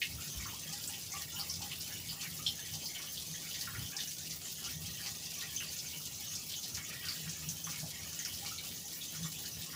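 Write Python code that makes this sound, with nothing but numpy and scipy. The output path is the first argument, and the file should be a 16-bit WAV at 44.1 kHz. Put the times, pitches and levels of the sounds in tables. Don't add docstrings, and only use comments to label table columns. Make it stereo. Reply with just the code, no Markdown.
import sys
import numpy as np
from scipy import signal
from scipy.fft import rfft, irfft, next_fast_len
from scipy.io import wavfile
from scipy.ndimage import uniform_filter1d

SR = 44100
rng = np.random.default_rng(int(sys.argv[2]) if len(sys.argv) > 2 else 0)


def to_wav(sig):
    pcm = np.clip(np.atleast_2d(sig), -1, 1) * 32767
    pcm = np.round(pcm).astype(np.int16)
    wavfile.write(sys.argv[1], SR, pcm.T)


N = 429975
BUBBLE_RISE = 0.0384


def from_db(db):
    return 10 ** (np.asarray(db) / 20)


def rms_one(x):
    return x / np.sqrt(np.mean(x ** 2) + 1e-20)


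def at_hz(points, hz):
    f, value = np.transpose(points)
    return np.interp(np.log(np.maximum(hz, 1)), np.log(f), value)


def band(x, low, high):
    sos = signal.butter(2, [low, min(high, SR / 2 - 1000)], "band", fs=SR, output="sos")
    return signal.sosfilt(sos, x)


def resonate(x, hz, width):
    r = np.exp(-np.pi * width / SR)
    zeros = np.array([1, 0, -1]) * (1 - r * r) / 2
    return signal.lfilter(zeros, [1, -2 * r * np.cos(2 * np.pi * hz / SR), r * r], x)


def pan(db):
    gains = from_db(np.array([[.5], [-.5]]) * db)
    return gains / np.sqrt(np.mean(gains ** 2, axis=0))


def two_mics(pair, hz):
    # f/Hz, correlation [-1 to 1]
    likeness = [(30, 0.83), (60, 1), (130, 0.91), (290, 0.88), (640, 0.48), (1410, 0.48), (2300, 0.59),
                (3100, 0), (15000, 0)]
    alike = np.clip(at_hz(likeness, hz), -.99, .99)
    return np.sqrt(1 + alike) * pair[0] + np.sqrt(1 - alike) * pair[1] * np.array([[1], [-1]])


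def coloured(pair, spectrum):
    # f/Hz, left-right level/dB
    balance = [(30, 2), (60, -1.5), (110, 1), (700, 0.5), (1500, -3.5), (2500, 1.5), (3700, -0.5),
               (5300, -8), (7300, -9), (9500, -2.5), (11500, -12), (13000, -4), (15000, -16)]
    size = next_fast_len(N)
    hz = np.arange(size // 2 + 1) * SR / size
    placed = two_mics(rfft(pair, size), hz) * pan(at_hz(balance, hz))
    return rms_one(irfft(placed * from_db(at_hz(spectrum, hz)), size)[:, :N])


def drift(corner_hz):
    r = np.exp(-200 * np.pi * corner_hz / SR)
    slow = signal.lfilter([1], [1, -2 * r, r * r], rng.standard_normal(N // 100 + 1002))[1000:]
    return np.interp(np.arange(N) / 100, np.arange(len(slow)), rms_one(slow - slow.mean()))


def echoes(t60, direct_db, build_s):
    first_per_s, thicken_s = 800, .014
    t = np.arange(SR // 5) / SR
    chance = np.minimum(first_per_s * (1 + t / thicken_s) ** 2 / SR, 1)
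    hits = rng.random((2, len(t))) < chance
    walls = hits * rng.choice([-1, 1], (2, len(t))) / np.sqrt(chance)
    walls = walls * from_db(-60 * t / t60) * (1 - np.exp(-t / build_s))
    walls /= np.sqrt(np.sum(walls ** 2, axis=1, keepdims=True))
    walls[0, 0] += from_db(direct_db + 3)
    return walls


def bubble(hz, q):
    decay_s = q / (np.pi * hz)
    age = np.arange(int(6 * decay_s * SR) + 2) / SR / decay_s
    ring = np.exp(-age) * np.sin(2 * q * age * (1 + BUBBLE_RISE * age / 2))
    return ring / np.sqrt(np.sum(ring ** 2))


def bubbles(spectrum, range_hz, per_s, spread_db, q, t60, direct_db, build_s, count=14):
    out, (low, high) = 0, range_hz
    for _ in range(count):
        spot = np.zeros(N + SR)
        for when, pitch, size, damping in rng.random((int(per_s * N / SR / count), 4)):
            hz = low * (high / low) ** pitch
            ring = bubble(hz, q * 2 ** (2 * damping - 1))
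            strength = np.sqrt(hz) * from_db(spread_db * min(-np.log(size), 2.5))
            at = int(when * N)
            spot[at:at + len(ring)] += ring * strength
        out = out + signal.oaconvolve(spot[None, :N], echoes(t60, direct_db, build_s), axes=1)[:, :N]
    return coloured(out, spectrum)


def gush_lift(hz):
    # t/s, bubble f/Hz, gurgle lift level/dB
    gushes = [(.47, 1300, 13.5), (.76, 1000, 10.5), (.93, 900, 3), (1.15, 1050, 8), (1.39, 1050, 13),
              (1.53, 1100, 5.5), (1.73, 1400, 7.5), (1.95, 1200, 5), (2.26, 1500, 12), (3.0, 1390, 12),
              (3.46, 1700, 8), (3.98, 1300, 10), (4.22, 1800, 3.5), (4.66, 1610, 11), (5.06, 1300, 7),
              (5.42, 1500, 13), (5.62, 1400, 8.5), (6.0, 1300, 7), (6.8, 1000, 6), (6.93, 1400, 10),
              (7.09, 1400, 12.5), (7.3, 1300, 3), (7.43, 1600, 8.5), (7.75, 1400, 9), (8.0, 1300, 8.5),
              (8.25, 1700, 7), (8.48, 1200, 3), (9.2, 1400, 2), (9.68, 1600, 8.5)]
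    half_s, spread_octaves = 0.06, 1.3
    t = np.arange(0, N, 100) / SR
    lift = 0
    for s, pitch, db in gushes:
        off_pitch = np.log2(hz / pitch) / spread_octaves
        lift = lift + db * np.exp(-((t - s) / half_s) ** 2 - off_pitch ** 2)
    return np.interp(np.arange(N) / SR, t, lift)


def gushing(gurgle):
    sizes_hz = (800, 1300, 2000, 3000)
    size = next_fast_len(N)
    spectrum, hz = rfft(gurgle, size), np.arange(size // 2 + 1) * SR / size
    out = 0
    for pitch, share in zip(sizes_hz, np.eye(len(sizes_hz))):
        part = irfft(spectrum * np.interp(hz, sizes_hz, share), size)[:, :N]
        out = out + from_db(gush_lift(pitch)) * part
    return out


def impacts(per_s, spread_db, count=20000):
    when, chance, size, side = rng.random((count, 4)).T
    heard, clicks = chance < per_s * N / SR / count, np.zeros(N)
    strength = from_db(spread_db * np.minimum(-np.log(size), 3)) * np.sign(side - .5)
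    clicks[(when[heard] * N).astype(int)] = strength[heard]
    return clicks


def fine_spray(per_s, spread_db, t60):
    # f/Hz, level/dB
    spray_colour = [(4000, 9.5), (7000, 6), (9000, 0.5), (11500, 5), (12300, 0), (13300, 1), (14000, -2),
                    (14800, 16), (16000, -1)]
    out, r = 0, from_db(-120 / (t60 * SR))
    for low, high, direct_db in [(4000, 10000, -6), (9500, 13800, -1), (13300, 17000, 3)]:
        clicks = impacts(per_s, spread_db)
        energy = signal.lfilter([1 - r], [1, -r], clicks ** 2 + 1e-18)
        direct = np.array([np.roll(clicks, 12), clicks])
        ticks = np.sqrt(energy) * rng.standard_normal((2, N)) + from_db(direct_db) * direct
        out = out + band(rms_one(ticks), low, high)
    return coloured(out, spray_colour)


def stream():
    # f/Hz, level/dB
    gurgle_colour = [(450, 4), (800, -4.5), (1300, -4), (2000, 1), (2800, 6.5), (4000, -8)]
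    # f/Hz, level/dB
    patter_colour = [(1500, -9.5), (2400, -8), (3200, 0), (4500, -5.5), (6200, 3), (7300, 0), (8500, -17),
                     (12000, -22)]
    spurt_hz, share = 15, 0.38
    spurts = drift(spurt_hz)
    large, small, fine = (np.sqrt(share) * spurts + np.sqrt(1 - share) * drift(spurt_hz) for _ in range(3))
    gurgle = bubbles(gurgle_colour, (650, 3100), per_s=120, spread_db=1.3, q=31.8, t60=0.2,
                     direct_db=-9, build_s=0.0041)
    patter = bubbles(patter_colour, (2400, 8000), per_s=170, spread_db=2.0, q=47, t60=0.25,
                     direct_db=-7.5, build_s=0.0032)
    spray = fine_spray(per_s=260, spread_db=4.0, t60=0.13)
    trickle = from_db(-61 + 2.1 * large) * gushing(gurgle) + from_db(-48 + 1.5 * small) * patter
    return trickle, from_db(-44.5 + 1.42 * fine) * spray


def boom():
    # t/s, peak level/dB over which the steady drone adds in power
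    swell_list = [(.3, -49), (.69, -50), (1.56, -48.5), (1.71, -52), (2.32, -47.5), (2.75, -51.5),
                  (3.32, -50), (4.29, -54), (4.78, -48.5), (4.89, -49), (5.97, -54), (7.27, -44),
                  (7.49, -44.5), (7.69, -50), (7.83, -46), (9.24, -42), (9.6, -51)]
    mode_hz, drone_db, half_s = 158.6, -60.5, 0.037
    t = np.arange(N) / SR
    drone = resonate(resonate(rng.standard_normal(N), mode_hz, 16), mode_hz, 30)
    drone = rms_one(drone / (uniform_filter1d(drone ** 2, SR // 12) + 1e-12) ** .35)
    swells = sum((from_db(db) / (1 + ((t - s) / half_s) ** 2)) ** 2 for s, db in swell_list)
    return drone * np.sqrt(from_db(drone_db) ** 2 + swells)


def background():
    # t/s, level/dB
    town = [(0.0, -64), (0.16, -54), (0.32, -62), (0.38, -49), (0.46, -56.5), (0.97, -60.5), (1.95, -58.5),
            (2.15, -51.5), (2.17, -65), (2.36, -56), (3.12, -63), (3.17, -57), (3.56, -63.5), (3.83, -50.5),
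            (3.94, -65), (5.02, -56), (5.05, -60), (6.0, -62), (6.03, -70), (6.11, -57.5), (6.65, -63),
            (6.71, -51), (6.87, -62.5), (7.55, -55), (7.76, -64), (7.79, -53.5), (7.98, -66), (8.04, -56.5),
            (8.17, -67), (8.36, -55), (8.99, -68), (9.04, -55), (9.12, -68), (9.2, -54), (9.29, -65),
            (9.4, -53), (9.5, -64), (9.61, -56), (9.67, -75), (9.75, -60)]
    # f/Hz, level/dB
    rumble_colour = [(22, -29), (35, -32), (55, -12.5), (85, 4), (120, 0), (170, -5.5), (260, -15.5),
                     (400, -26)]
    # f/Hz, level/dB
    hiss_colour = [(2000, -37), (5000, -4.5), (9000, -7.5), (15000, -14)]
    # f/Hz, level/dB
    air_colour = [(120, -13.5), (220, -0.5), (350, -5), (600, -7), (1000, -15.5), (2000, -52), (5000, -56)]
    s, db = np.transpose(town)
    town_db = np.interp(np.arange(N) / SR, s, db) + 3.5
    rumble = from_db(town_db + 2.0 * drift(7.6)) * coloured(rng.standard_normal((2, N)), rumble_colour)
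    hiss = from_db(-51) * coloured(rng.standard_normal((2, N)), hiss_colour)
    air = from_db(-62 + 2 * drift(20)) * coloured(rng.standard_normal((2, N)), air_colour)
    overtones = sum(resonate(rumble + air, hz, width=14.0) for hz in (202, 238.0, 278.0, 355))
    return rumble + boom() + air + hiss + from_db(-7.5) * overtones


def drops():
    # t/s, bubble f/Hz, splash width [octaves], level/dB before trim, left-right level/dB
    drop_list = [(0.0171, 2200, 0.58, -39.5, -7), (0.017, 3450, 0.71, -37.5, -7),
                 (0.026, 2760, 0.33, -35, 3), (.109, 2230, .15, -57, 3), (.184, 1360, 0.23, -56.5, -5),
                 (0.214, 2530, 0.23, -53.5, -4), (0.298, 6150, 0.16, -45, -13),
                 (0.406, 6340, 0.3, -46, -10), (.409, 2250, 0.18, -52, -7), (.456, 1190, 0.56, -50, -2),
                 (0.523, 977, 0.27, -53.5, 0), (0.594, 5800, 0.91, -43, -7), (0.691, 5900, 0.36, -49, -8),
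                 (.722, 817, 0.12, -60, -3), (.727, 5660, 0.81, -40, -13), (.876, 8000, 0.55, -38, -7),
                 (.893, 850, 0.21, -58.5, -1), (0.935, 2960, 0.59, -45, -5), (1.12, 6400, 0.55, -41, -9),
                 (1.124, 2230, .15, -50, -9), (1.138, 1154, 0.2, -50.5, -2), (1.176, 7500, .25, -45, -8),
                 (1.221, 5600, .5, -48, -8), (1.275, 1930, 0.2, -63, -1), (1.361, 2970, 0.2, -45.5, -4),
                 (1.395, 4750, 0.38, -39.5, -8), (1.407, 5100, 0.33, -40.5, -8),
                 (1.497, 5560, 0.32, -36.5, -8), (1.539, 5500, 0.46, -39.5, -8),
                 (1.607, 830, 0.4, -51.5, -2), (1.618, 4550, 1.5, -40.5, -5),
                 (1.715, 3020, 0.58, -41.5, -3), (1.807, 5230, 0.41, -41.5, -8),
                 (1.901, 1750, 0.41, -55.5, -4), (1.711, 2330, 0.21, -63, -2), (1.924, 5800, 0.32, -45, -9),
                 (2.117, 960, 0.49, -59.5, -4), (2.205, 2650, 0.36, -49, -1), (2.092, 4800, 0.22, -41, -10),
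                 (2.087, 3170, 0.57, -45, 1), (2.212, 4800, 1.1, -39.5, -11), (2.225, 1120, 0.48, -59, 2),
                 (2.254, 1930, 0.63, -50, -3), (2.39, 1270, 0.13, -55, -4), (2.4637, 3300, 0.27, -33, -1),
                 (2.464, 4190, .15, -35.5, -4), (2.468, 5400, 0.18, -37.5, -10),
                 (2.496, 5360, 0.18, -47, -11), (2.586, 1760, 0.17, -56.5, -3), (2.644, 2040, .28, -60, -5),
                 (2.684, 3140, 0.63, -50, -2), (2.738, 5260, 0.73, -42, -13), (2.733, 826, 0.49, -60.5, 7),
                 (2.832, 950, 0.35, -60, -1), (2.858, 4930, 0.37, -38.5, -9), (2.888, 2200, .18, -54.5, -1),
                 (2.949, 3240, 0.51, -44.5, -4), (2.966, 2240, .2, -61, -4), (2.997, 2200, 1.3, -52, -3),
                 (3.035, 1220, 0.48, -60, -5), (3.073, 3200, 0.38, -47.5, 4), (3.174, 3660, 0.44, -41.5, 2),
                 (3.341, 1890, 0.26, -55.5, 1), (3.445, 2350, 0.25, -57, 0), (3.51, 3460, 0.71, -44, 0),
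                 (3.544, 2040, 0.4, -54, 0), (3.543, 3670, 0.9, -41.5, -3), (3.61, 5030, 0.67, -39, -6),
                 (3.612, 1940, 0.23, -58, -3), (3.673, 1500, 0.5, -47.5, -1), (3.68, 1120, 0.26, -59, -3),
                 (3.736, 1450, 0.53, -51, -3), (3.75, 2050, 0.44, -50.5, -5), (3.774, 1490, 0.18, -62, -3),
                 (3.883, 5660, 0.4, -51, -7), (3.921, 1656, 0.16, -54, -4), (3.93, 2590, .2, -52, 1),
                 (3.943, 830, 0.47, -57.5, 2), (3.986, 1680, 0.13, -61, -3), (3.966, 5360, 0.75, -38, -9),
                 (3.985, 3730, 0.21, -44, -3), (4.003, 3820, 0.83, -39, -4), (4.075, 6070, 0.24, -41, -16),
                 (4.11, 5200, 2.2, -42, -9), (4.297, 6200, .3, -47, -12), (4.301, 2100, .2, -58, -4),
                 (4.309, 4830, 0.87, -41, -3), (4.642, 5400, 0.67, -38.5, -10),
                 (4.668, 1460, 0.29, -57, -4), (4.704, 1900, 0.37, -56, -8), (4.994, 1740, 0.31, -55, -2),
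                 (5.054, 810, 0.14, -61, -3), (5.026, 4720, .15, -45, -7), (5.055, 2640, 0.63, -47, -6),
                 (5.062, 5140, 0.61, -38, -6), (5.256, 5300, .6, -43.5, -8), (5.34, 5970, .3, -45, -8),
                 (5.38, 5950, .2, -43.5, -8), (5.408, 4000, 0.7, -43.5, -4), (5.422, 1900, 0.12, -53.5, -7),
                 (5.437, 2560, .15, -59, -3), (5.564, 6230, 0.17, -37, -10), (5.57, 3300, .25, -45.5, -2),
                 (5.605, 1710, 0.68, -51, -5), (5.602, 2780, 0.17, -42, 1), (5.682, 4730, 0.13, -47, -6),
                 (5.789, 5500, 0.47, -39.5, -7), (5.79, 3500, 0.24, -52, 0), (5.933, 2920, 0.27, -47.5, 1),
                 (6.055, 5100, 1.2, -41.5, -4), (6.19, 830, 0.24, -65, 2), (6.293, 5950, 0.27, -44, -12),
                 (6.353, 5500, 0.77, -38.5, -6), (6.537, 3370, 0.72, -40.5, -2),
                 (6.632, 4570, 0.91, -39, -9), (6.748, 5500, .55, -41, -4), (6.771, 1080, 1.2, -56, 0),
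                 (6.776, 2430, 1.2, -48, 1), (6.773, 5900, .5, -50, -8), (6.83, 2130, 0.33, -58, -1),
                 (6.915, 2570, .3, -54, -3), (6.925, 1410, 0.38, -59, -3), (6.9, 2040, 0.55, -53.5, -1),
                 (6.941, 1875, .15, -54, -4), (7.041, 2040, 0.94, -50, 0), (7.0855, 4740, 0.29, -35.5, -5),
                 (7.104, 1210, 0.75, -60, -4), (7.267, 1590, 0.82, -55, -3), (7.294, 6070, 0.46, -39, -10),
                 (7.425, 2100, 0.26, -61, -4), (7.488, 6400, 0.46, -36.5, -8),
                 (7.641, 6170, 0.19, -40, -14), (7.708, 6100, 0.39, -42, -11), (7.669, 1270, 1.2, -50, 0),
                 (7.729, 1420, 0.57, -60, 7), (7.829, 660, 0.38, -53.5, 0), (7.858, 527, 0.36, -59, -5),
                 (7.934, 2180, .15, -55, -10), (7.979, 2150, .18, -57, -10), (8.189, 1950, .5, -55.5, 1),
                 (8.19, 6500, 0.22, -38, -8), (8.252, 1740, 0.59, -53, -6), (8.25, 5630, 0.46, -38, -3),
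                 (8.252, 3030, 0.47, -54, -7), (8.412, 824, 0.12, -58.5, 1), (8.455, 2970, 0.22, -48, 7),
                 (8.462, 4370, 0.17, -47, -5), (8.584, 2350, 0.22, -53, -1), (8.585, 2980, 0.27, -54, -4),
                 (8.339, 5700, 0.51, -43, -9), (8.45, 2390, 0.24, -51, 4), (8.449, 860, 1.7, -55, -5),
                 (8.462, 5000, 0.71, -40, -9), (8.511, 1330, 0.18, -52, -8), (8.58, 4040, 0.27, -43, -5),
                 (8.715, 3720, 1.8, -46, 0), (8.845, 820, 0.26, -66, -1), (8.855, 6200, .3, -43.5, -11),
                 (9.012, 3630, 0.17, -42, -3), (9.147, 1520, 0.74, -56.5, -2),
                 (9.233, 3660, 0.2, -44.5, -4), (9.245, 1200, 0.55, -55, -3), (9.44, 1650, 0.29, -58, 5),
                 (9.456, 4700, 0.42, -43, -14), (9.616, 4550, 1.6, -43, -12), (9.731, 1200, 1.1, -54, -4)]
    trim_db, smack_db, note_db, note_q = -9, -12, -2.5, 49
    t60, direct_db, build_cycles = 0.17, -10.5, 6.1
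    out = np.zeros((2, N + SR))
    for s, hz, octaves, db, side_db in drop_list:
        heard = two_mics(echoes(t60, direct_db, build_s=build_cycles / hz), hz)
        half = 2 ** (max(octaves, .12) / 2)
        splash = band(heard, hz / half, hz * half)
        splash = rms_one(band(splash, hz / half / 1.05, hz * half * 2))
        smack = band(heard, hz * .85, hz * 1.8)
        smack = rms_one(band(smack, hz * .85, hz * 1.8))
        ring = bubble(hz * (1 - BUBBLE_RISE / 2), note_q)
        note = rms_one(signal.fftconvolve(splash, ring[None], axes=1)[:, :splash.shape[1]])
        plop = rms_one(splash + from_db(smack_db) * smack + from_db(note_db) / half ** 4 * note)
        at = max(round(s * SR), 0)
        out[:, at:at + plop.shape[1]] += plop * from_db(db + trim_db) * pan(side_db)
    return out[:, :N]


def shaft(water):
    # f/Hz, width [Hz], lift level/dB
    left_modes = [(816.5, 17.5, 12.5), (1112, 24, 9), (1166, 22, 10), (1245, 38, 11), (1380, 92, 7),
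                  (1616, 19, 7.5), (1728, 18, 10.5), (1730, 37, 3.5), (1889, 31, 14.5), (2770, 22, 2.5),
                  (3050, 39, -13), (4040, 87, 7), (4670, 68, 9.5), (5820, 19, 14)]
    # f/Hz, width [Hz], lift level/dB
    right_modes = [(807, 22, 8.5), (1072, 18, 7), (1148, 22, 7), (1420, 70, 6), (1726, 30, 6),
                   (1904, 28, 6), (2223, 110, 6), (2600, 120, 3), (2926, 45, 8), (3072, 50, 8.5),
                   (3337, 32, 4), (3468, 35, 4), (3620, 50, 4), (4102, 35, 4), (4220, 60, 5), (4320, 50, 4),
                   (4749, 55, 4), (4920, 45, 4), (5217, 80, 3), (6229, 45, 7)]
    # f/Hz, width [Hz], lift level/dB
    hollows = [(1040, 120, 0), (1283, 48, -7), (1566, 28, -22), (2250, 86, 1.5), (2410, 110, -4),
               (4090, 110, -21.5)]
    sides = []
    for x, modes in zip(water, (left_modes, right_modes)):
        change = sum((from_db(db) - 1) * resonate(x, hz, width) for hz, width, db in modes + hollows)
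        sides.append(x + change)
    return from_db(-0.5) * np.array(sides)


def smacks():
    # t/s, f/Hz at the peak, level/dB before trim and panning, left-right level/dB
    smack_list = [(.0175, 2470, -27.5, -2), (.877, 7900, -33, -9), (1.12, 6500, -33, -8),
                  (1.497, 5440, -34, -8), (2.4647, 3250, -21.5, 0), (2.479, 3350, -27, -3),
                  (2.4887, 3500, -31, -3), (3.967, 5400, -29, -8), (5.5626, 6200, -27, -8),
                  (6.748, 5500, -31, -6), (7.0862, 4640, -30.5, -6), (7.489, 5960, -27, -10),
                  (7.641, 6150, -27, -12), (8.19, 6460, -26, -8), (8.251, 5550, -33, -2),
                  (8.584, 4000, -34, -5)]
    peak_cycles, trim_db = 4.8, -1.2
    out, t = np.zeros((2, N + SR)), np.arange(SR // 50) / SR
    for s, hz, db, side_db in smack_list:
        age, at = t * hz / peak_cycles, int(s * SR)
        tick = age * np.exp(1 - age) * np.sin(2 * np.pi * hz * t * (1 + BUBBLE_RISE * (age / 2 - 1)))
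        pair = np.array([np.roll(tick, 1), tick])
        out[:, at:at + len(t)] += pair * from_db(db + trim_db) * pan(side_db)
    return out[:, :N]


def bumps():
    # t/s, f/Hz, t60 [s], level/dB before onset and panning
    bump_list = [(0.135, 70, 0.25, -41), (0.365, 62, 0.2, -32), (.435, 240, .12, -42.5),
                 (.13, 228, 0.18, -49)]
    out = np.zeros(N)
    for s, hz, t60, db in bump_list:
        t = np.maximum(np.arange(N) / SR - s, 0)
        level = from_db(db - 60 * np.minimum(t / t60, 5)) * (1 - np.exp(-t / .008))
        out += level * np.sin(2 * np.pi * hz * t)
    return out * pan(db=27)


def scene():
    trickle, spray = stream()
    return shaft(trickle + drops()) + smacks() + spray + background() + bumps()


def record(dry):
    return signal.sosfilt(signal.ellip(12, .1, 80, 15550, fs=SR, output="sos"), dry)


dry = scene()
out = record(dry)
to_wav(out)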